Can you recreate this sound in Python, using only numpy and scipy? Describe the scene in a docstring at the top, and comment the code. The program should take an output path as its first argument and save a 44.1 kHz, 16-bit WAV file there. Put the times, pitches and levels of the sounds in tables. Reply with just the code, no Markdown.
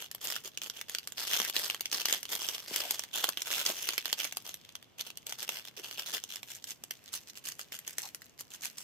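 """Candy wrapper in two hands

Two hands turn a candy bar in its plastic wrapper close to a pair of microphones, then pinch and pull the sealed end.
Creases snap as short bursts ringing at the pitch of a facet; fingers slide with hiss and dense crackle;
the film settles with noise that trails each disturbance. Now and then the pouch bends through a narrow
resonance, or a fingertip lands on the bar as a dull knock. A small, quiet room adds one echo and a short tail.
"""
import sys
import numpy as np
from scipy import signal
from scipy.fft import rfft, irfft, next_fast_len
from scipy.io import wavfile
from scipy.ndimage import uniform_filter1d

SR = 44100
rng = np.random.default_rng(int(sys.argv[2]) if len(sys.argv) > 2 else 0)


def inscribe(sig):
    """Save sig as 16-bit PCM at rate SR to the path in sys.argv[1].

    A 1-D sig is mono; a 2-D sig holds one channel per row.
    Samples are clipped to [-1, 1] before scaling.
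    """
    pcm = np.round(np.clip(np.atleast_2d(sig).T, -1, 1) * 32767)
    wavfile.write(sys.argv[1], SR, pcm.astype(np.int16))


N = 389403
TIME = np.arange(N) / SR

# Spectral shape of the still air of the room: (frequency [Hz], relative density [dB per Hz])
AIR_SPECTRUM = [(15, -28), (25, -23.5), (130, -4.5), (887, -17), (2760, -27.5), (11300, -75), (12500, -38),
                (16000, -69)]
# Tone of the film at each microphone: (frequency [Hz], left gain [dB], right gain [dB])
FILM_RESPONSE = [(96, -20.5, -21), (365, -3, -3.5), (1000.0, -3, -4), (2500.0, 0.5, 0.5), (2770, 3, 5.5),
                 (3570, 5.5, 6.5), (3710, -1.5, 0.5), (6200, 0.5, 4), (6760, -4, 1.5), (8350, -9, -0.5),
                 (11350, -3, -10), (11760, 4.5, -4), (15360, -4.5, -10.5), (16300, -28, -31)]
# The pouch bends with a hollow note; level before the film's tone:
# (time [s], length [s], level [dB], pitch [Hz])
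POUCH_FLEXES = [(0.429, 0.055, -53, 395), (1.42, 0.081, -42.5, 1950), (2.817, 0.071, -43, 690),
                (5.766, 0.062, -49.5, 426), (6.13, .06, -48.5, 420), (8.024, 0.061, -49, 880)]
# Fingertips landing on the bar: (time [s], peak of the direct knock [dB], pitch [Hz])
BAR_TAPS = [(1.399, -36.5, 377), (2.71, -35.5, 380), (3.237, -33, 600), (3.285, -34, 583),
            (3.695, -31, 406)]
# The larger creases that buckle; energy before the facet rings:
# (time [s], burst energy [dB], facet pitch [Hz])
CREASE_SNAPS = [(0.1132, -13.5, 9900), (0.148, -12.5, 11900), (0.3012, -7, 1900), (0.3631, -6.5, 1400),
                (0.5735, -8.5, 5240), (0.6164, -11.5, 3320), (0.698, -9.5, 5250), (0.8124, -8.5, 2240),
                (0.8955, -11, 10900), (0.9483, -4, 3730), (0.9844, -8, 4670), (1.0731, -9.5, 8300),
                (1.121, -15, 8900), (1.276, -8, 6200), (1.4, -0.5, 1100), (1.4975, -5.5, 11900),
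                (1.5642, 0.5, 3480), (1.699, -4, 3240), (1.7453, -6.5, 1590), (1.8073, -5.5, 13500),
                (1.856, -6.5, 3250), (1.9146, -10, 6500), (2.0156, -7.5, 3600), (2.0552, 1.5, 5250),
                (2.1257, 2.5, 6200), (2.2295, -11.5, 9450), (2.2531, -12.5, 2980), (2.3514, -6, 13000),
                (2.4867, -5, 6200), (2.7602, -1, 10800), (2.9077, 1.5, 10500), (2.9933, -6, 6860),
                (3.0364, -9.5, 1000), (3.2411, 5, 900), (3.2891, 2, 860), (3.372, -6.5, 2680),
                (3.419, -5, 6900), (3.6618, 0.5, 5470), (3.8884, 1, 2320), (3.9334, -8.5, 1280),
                (3.979, 1, 2620), (4.0557, -3, 1840), (4.1277, 1.5, 4130), (4.1987, -11, 4730),
                (4.3235, -8.5, 890), (4.3697, -5, 10200), (4.5415, -13, 10100), (4.6894, -26.5, 1100),
                (4.7528, -13, 3820), (4.826, -23.5, 900), (5.0092, -9.5, 5160), (5.1024, -15, 2900),
                (5.1723, -14.5, 9000), (5.2669, -10, 10300), (5.3234, -6.5, 900), (5.428, -10, 9050),
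                (5.4906, -2.5, 2250), (6.2378, -11.5, 8260), (6.3579, -11.5, 8240), (6.4302, -13, 1670),
                (6.641, -13.5, 5140), (6.8371, -14.5, 6700), (6.9083, -7, 2500), (7.138, -10.5, 7500),
                (7.486, -11, 9000), (7.593, -12, 1380), (7.7213, -14.5, 2700), (7.7891, -17, 11200),
                (7.8767, -10, 9000), (7.9823, -5.5, 9000), (8.1464, -12.5, 9050), (8.2186, -21, 1390),
                (8.4075, -15.5, 12700), (8.6542, -11, 8150)]
# Fingers sliding on the film; level before the patch and the film add their tone:
# (time [s], length [s], level [dB])
FINGER_STROKES = [(-0.02, 0.092, -41.5), (0.206, 0.21, -37), (0.437, 0.058, -39), (0.615, 0.081, -39.5),
                  (0.732, 0.1, -47.5), (0.88, 0.1, -46.5), (1.164, 0.16, -37.5), (1.267, 0.24, -30),
                  (1.534, 0.22, -34), (1.915, 0.13, -32.5), (2.049, 0.15, -33), (2.287, 0.097, -34.5),
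                  (2.367, 0.27, -37), (2.615, 0.095, -49.5), (2.672, 0.3, -35.5), (2.908, 0.16, -43.5),
                  (3.124, 0.17, -33.5), (3.372, 0.065, -44.5), (3.446, 0.31, -33.5), (3.655, 0.087, -36),
                  (3.73, 0.29, -38.5), (4.04, 0.12, -42), (4.174, 0.13, -35), (4.442, 0.12, -44.5),
                  (4.979, 0.052, -41.5), (5.048, 0.05, -44.5), (5.257, 0.11, -44), (5.379, 0.079, -38),
                  (5.465, 0.17, -41), (5.648, 0.049, -43), (5.764, 0.049, -41.5), (5.825, 0.16, -43),
                  (5.971, 0.08, -38.5), (6.059, 0.071, -37), (6.124, 0.072, -34), (6.289, 0.12, -45.5),
                  (6.469, 0.13, -47.5), (6.663, 0.087, -45), (7.119, 0.076, -41.5), (7.278, 0.032, -47),
                  (7.353, 0.048, -49), (7.438, 0.11, -44), (7.59, 0.039, -46), (7.723, 0.061, -44.5),
                  (7.86, 0.086, -47), (7.965, 0.15, -46.5), (8.385, 0.046, -49), (8.503, 0.066, -46.5),
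                  (8.617, 0.074, -41.5), (8.77, 0.075, -46)]

AIR_DB = -65
ROOM_T60_S, ROOM_DB = 0.1, -12.5   # tail decay; tail level before it is dulled
CEILING_ECHO_S, CEILING_ECHO_DB = 0.0086, -13.5
CUTOFF_HZ = 16300
SPLIT_HZ = 1400   # above this the two microphones hear different waves
BAR_HZ, SEAL_HZ = 570, 7500   # pitch of the rubbed patch: backed by the bar, or the free sealed end
SEAL_S = 6.25   # the fingers have moved from the bar to the sealed end
HOLD_DB = -70   # dull rustle of the held film, before the grip wavers
HOLD_TICK_DB, HOLD_TICKS_PER_S = -66.5, 22   # stray creases ticking under the same grip
SETTLE_DB, SETTLE_S = -18.5, 0.05   # base level relative to the disturbance; time constant of its energy
FIRM_DB, EDGE_FOLLOWS = -40, 0.36   # level of a firm stroke; extra treble [dB] for each dB above it
FOLD_SHIFTS_PER_S = 16   # how often the fold that is giving way heads for a new size


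def from_db(db):
    """Decibels to gain."""
    return 10 ** (np.asarray(db) / 20)


def rms_one(x):
    """Scale to unit rms."""
    return x / np.sqrt(np.mean(x ** 2) + 1e-20)


def cut(x, hz, kind, order=2):
    """Butterworth low-pass or high-pass."""
    return signal.sosfilt(signal.butter(order, hz, kind, fs=SR, output="sos"), x + 1e-18)


def drift(per_s):
    """Random wander of unit rms, ramping between per_s new values a second."""
    points = rng.standard_normal(int(N / SR * per_s) + 2)
    return rms_one(np.interp(TIME * per_s, np.arange(len(points)), points))


def colour(x, hz, db):
    """Causal (minimum-phase) filter with the given response; treble edges are rounded so they do not ring."""
    size = 2 * next_fast_len(N // 2 + 4096)
    grid = np.maximum(np.arange(size // 2 + 1) * SR / size, 1)
    response = np.interp(np.log(grid), np.log(hz), db)
    smooth = uniform_filter1d(response, size // 200)
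    response = np.where(grid > 2000, smooth, response)
    # folding the cepstrum onto positive times makes the filter causal
    cepstrum = irfft(np.log(from_db(response)))
    cepstrum[1:size // 2] *= 2
    cepstrum[size // 2 + 1:] = 0
    return irfft(rfft(x, size) * np.exp(rfft(cepstrum)), size)[:N]


def two_ports(shared, apart):
    """Both microphones hear the same lows; the film throws its highs differently to each."""
    split_highs = cut(apart, SPLIT_HZ, "high", order=1)
    return np.array([shared, cut(shared, SPLIT_HZ, "low", order=1) + split_highs])


def facet(x, hz, q, crack):
    """A patch of film rings broadly at its own pitch, over a share of plain crack."""
    b, a = signal.iirpeak(hz, q, fs=SR)
    return signal.lfilter(b, a, x + 1e-18) + crack * x


def folded(x, depth=0.4, path_s=(0.0002, 0.0007)):
    """A nearby fold reflects the highs, so every event gets peaks and dips of its own."""
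    lag = int(rng.uniform(*path_s) * SR)
    echo = np.pad(x, ((0, 0), (lag, 0)))[:, :x.shape[1]]
    echo = rng.choice([-1, 1]) * cut(echo, SPLIT_HZ, "high")
    return (x + depth * echo) / np.hypot(1, depth)


def stroke(s, length, skew, fullness):
    """The samples of one movement and its speed, which swells and falls away."""
    span = slice(max(int(s * SR), 0), max(int((s + length) * SR), 0) + 2)
    travel = np.clip((TIME[span] - s) / length, 0, 1)
    return span, np.abs(np.sin(np.pi * travel ** skew)) ** fullness


def crackle(per_s, spread_db, q=2.4, crack=0.38, flutter_s=0.0013, wander=1.8, scatter=1.9, count=10, size=128):
    """Tiny creases give way at random; their pitches cluster round that of the fold, which keeps shifting."""
    born = rng.random(N) < per_s / SR
    strength = from_db(spread_db * np.minimum(rng.exponential(1, N), 2))
    clicks = born * strength * rng.choice([-1, 1], N)
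    # deal each click to one of the pitches
    fold = count / 2 + wander * drift(FOLD_SHIFTS_PER_S) + scatter * rng.standard_normal(N)
    dealt = np.clip(fold, 0, count - 1).astype(int)
    fade = np.exp(-np.arange(size) / SR / flutter_s)
    out = np.zeros((2, N))
    for k, hz in enumerate(np.geomspace(1400, 13000, count)):
        burst = rng.standard_normal((2, size)) * fade
        tick = rms_one(facet(rng.permutation(two_ports(*burst)), hz, q, crack))
        out += signal.oaconvolve((clicks * (dealt == k))[None], tick, axes=1)[:, :N]
    return rms_one(out)


def air(shared=0.52):
    """Faint steady room noise, partly common to both microphones."""
    noise = rng.standard_normal((2, N)) + shared * cut(rng.standard_normal(N), 1500, "low")
    hz, db = np.transpose(AIR_SPECTRUM)
    return from_db(AIR_DB) * rms_one(np.array([colour(side, hz, db) for side in noise]))


def room(x, dull_hz=7000, onset_s=0.0061, echo_fade_s=0.0024):
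    """One early, diffuse echo from the ceiling, and a short, duller tail."""
    age = np.arange(SR // 2) / SR
    tail = rng.standard_normal((2, len(age))) * from_db(-60 * age / ROOM_T60_S)
    tail = tail * (1 - np.exp(-(age / onset_s) ** 2))
    tail = cut(tail / np.sqrt(np.sum(tail ** 2) / 2), dull_hz, "low", order=1)
    late = np.maximum(age - CEILING_ECHO_S, 0)
    echo = rng.standard_normal(tail.shape) * (late > 0) * np.exp(-late / echo_fade_s)
    echo = echo / np.sqrt(np.sum(echo ** 2) / 2)
    answer = from_db(ROOM_DB) * tail + from_db(CEILING_ECHO_DB) * echo
    return signal.fftconvolve(x, answer, axes=1)[:, :N]


def holding(rustle_hz=2600, q=1.0, crack=0.42, waver_db=3.0, pinch_db=2.0):
    """The held film rustles dully and ticks with the wavering grip, more so once it is pinched."""
    grip = from_db(waver_db * drift(14) + pinch_db * (TIME > SEAL_S))
    rustle = rms_one(facet(two_ports(*rng.standard_normal((2, N))), rustle_hz, q, crack))
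    ticks = crackle(per_s=HOLD_TICKS_PER_S, spread_db=2.5)
    return grip * (from_db(HOLD_DB) * rustle + from_db(HOLD_TICK_DB) * ticks)


def settling(handled, hiss_db=-2.5):
    """Disturbed film goes on rustling and ticking as it relaxes."""
    keep = np.exp(-1 / (SETTLE_S * SR))
    power = np.mean(handled ** 2, axis=0) + 1e-18
    unrest = np.sqrt(signal.lfilter([1 - keep], [1, -keep], power))
    hiss = two_ports(*rng.standard_normal((2, N)))
    ticks = crackle(per_s=90, spread_db=4.5)
    return from_db(SETTLE_DB) * unrest * (ticks + from_db(hiss_db) * hiss)


def flexing(q=2.4, skew=0.81, fullness=1.5):
    """A bending panel of the pouch creaks: noise passes twice through one resonance."""
    creak = two_ports(*rng.standard_normal((2, N)))
    out = np.zeros((2, N))
    for s, length, db, hz in POUCH_FLEXES:
        span, speed = stroke(s, length, skew, fullness)
        note = facet(facet(creak[:, span], hz, q, 0), hz, q, 0)
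        out[:, span] += from_db(db) * speed * rms_one(note)
    return out


def taps(fade_s=0.006, width=1.66, size=2048):
    """A fingertip meets the soft bar under the film: a dull, quickly damped knock."""
    out = np.zeros(N)
    for s, db, hz in BAR_TAPS:
        push = rng.standard_normal(size) * np.exp(-np.arange(size) / SR / fade_s)
        knock = cut(push, hz / width, "high", order=4)
        knock = cut(knock, hz * width, "low", order=4)
        start = int(s * SR)
        out[start:start + size] += from_db(db) * knock / np.abs(knock).max()
    return out


def pinched(film):
    """Closing fingers damp the pouch's ring; the hollow of the hands and the stiff, toothed seam sound instead."""
    closed = np.clip((TIME - SEAL_S) * 2, 0, 1)   # closes over half a second
    # pouch, hollow, seam, teeth: (pitch [Hz], gain once closed [dB], q)
    changes = [(3350, -5.5, 4), (1900, 2.0, 2.5), (7900, 3.0, 5), (13000, 2.0, 2)]
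    return film + closed * sum((from_db(db) - 1) * facet(film, hz, q, 0) for hz, db, q in changes)


def snaps(flutter_s=0.0026, kick=3.3, q=1.75, crack=0.86, swell_s=0.0006, size=512):
    """Each crease snap swells in briefly, kicks and flutters for a few milliseconds."""
    age = np.arange(size) / SR
    envelope = np.minimum(age / swell_s, 1) ** 2 * np.exp(-age / flutter_s)
    out = np.zeros((2, N + size))
    for s, db, hz in CREASE_SNAPS:
        burst = rng.standard_normal((2, size)) * envelope
        burst[:, int(2 * swell_s * SR)] += kick * rng.choice([-1, 1], 2)
        pair = two_ports(rms_one(burst[0]), rms_one(burst[1])) / np.sqrt(size)
        pair = rng.permutation(pair)   # either microphone may be the nearer one
        start = int(s * SR)
        out[:, start:start + size] += from_db(db) * folded(facet(pair, hz, q, crack))
    return out[:, :N]


def sliding(hiss_db=-5.0, crackle_db=-3.0, judder_db=3.0, waver_db=2.5, q=1.07, plain=0.96, skew=0.64,
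            fullness=0.88, bar_db=-7.0, seal_db=-3.5, edge_hz=8000, edge_db=-12.5, crease_db=-5.5):
    """Each stroke catches quickly, hisses with fine grain and lets go; the firmer it is, the brighter."""
    hiss = two_ports(*rng.standard_normal((2, N))) * rms_one(from_db(judder_db * drift(350)))
    grain = crackle(per_s=450, spread_db=7.5, q=4.1)
    friction = from_db(hiss_db) * hiss + from_db(crackle_db) * grain
    friction = friction * from_db(waver_db * drift(140))   # the finger's pressure is uneven
    lone_creases = crackle(per_s=45, spread_db=4.5, q=2.3, flutter_s=0.00056)
    friction = friction + from_db(crease_db) * lone_creases
    out = np.zeros((2, N))
    for s, length, db in FINGER_STROKES:
        span, speed = stroke(s, length, skew, fullness)
        rub = rms_one(rng.permutation(friction[:, span])) * speed
        hz, patch_db = (BAR_HZ, bar_db) if s < SEAL_S else (SEAL_HZ, seal_db)
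        patch = from_db(patch_db) * facet(rub, hz, q, 0)
        firmness_db = EDGE_FOLLOWS * (db - FIRM_DB)
        edge = from_db(edge_db + firmness_db) * cut(rub, edge_hz, "high", order=1)
        out[:, span] += from_db(db) * folded(plain * rub + patch + edge, depth=0.27)
    return out


def scene():
    """The wrapper and the fingertips, in the room."""
    handled = snaps() + sliding()
    wrapper = pinched(handled + settling(handled) + holding()) + flexing()
    hz, *ports_db = np.transpose(FILM_RESPONSE)
    direct = np.array([colour(side, hz, db) for side, db in zip(wrapper, ports_db)])
    direct = direct + taps()
    return direct + room(direct) + air()


def record(dry):
    """The top is cut steeply."""
    return signal.sosfilt(signal.ellip(10, 0.2, 70, CUTOFF_HZ, fs=SR, output="sos"), dry)


dry = scene()
out = record(dry)
inscribe(out)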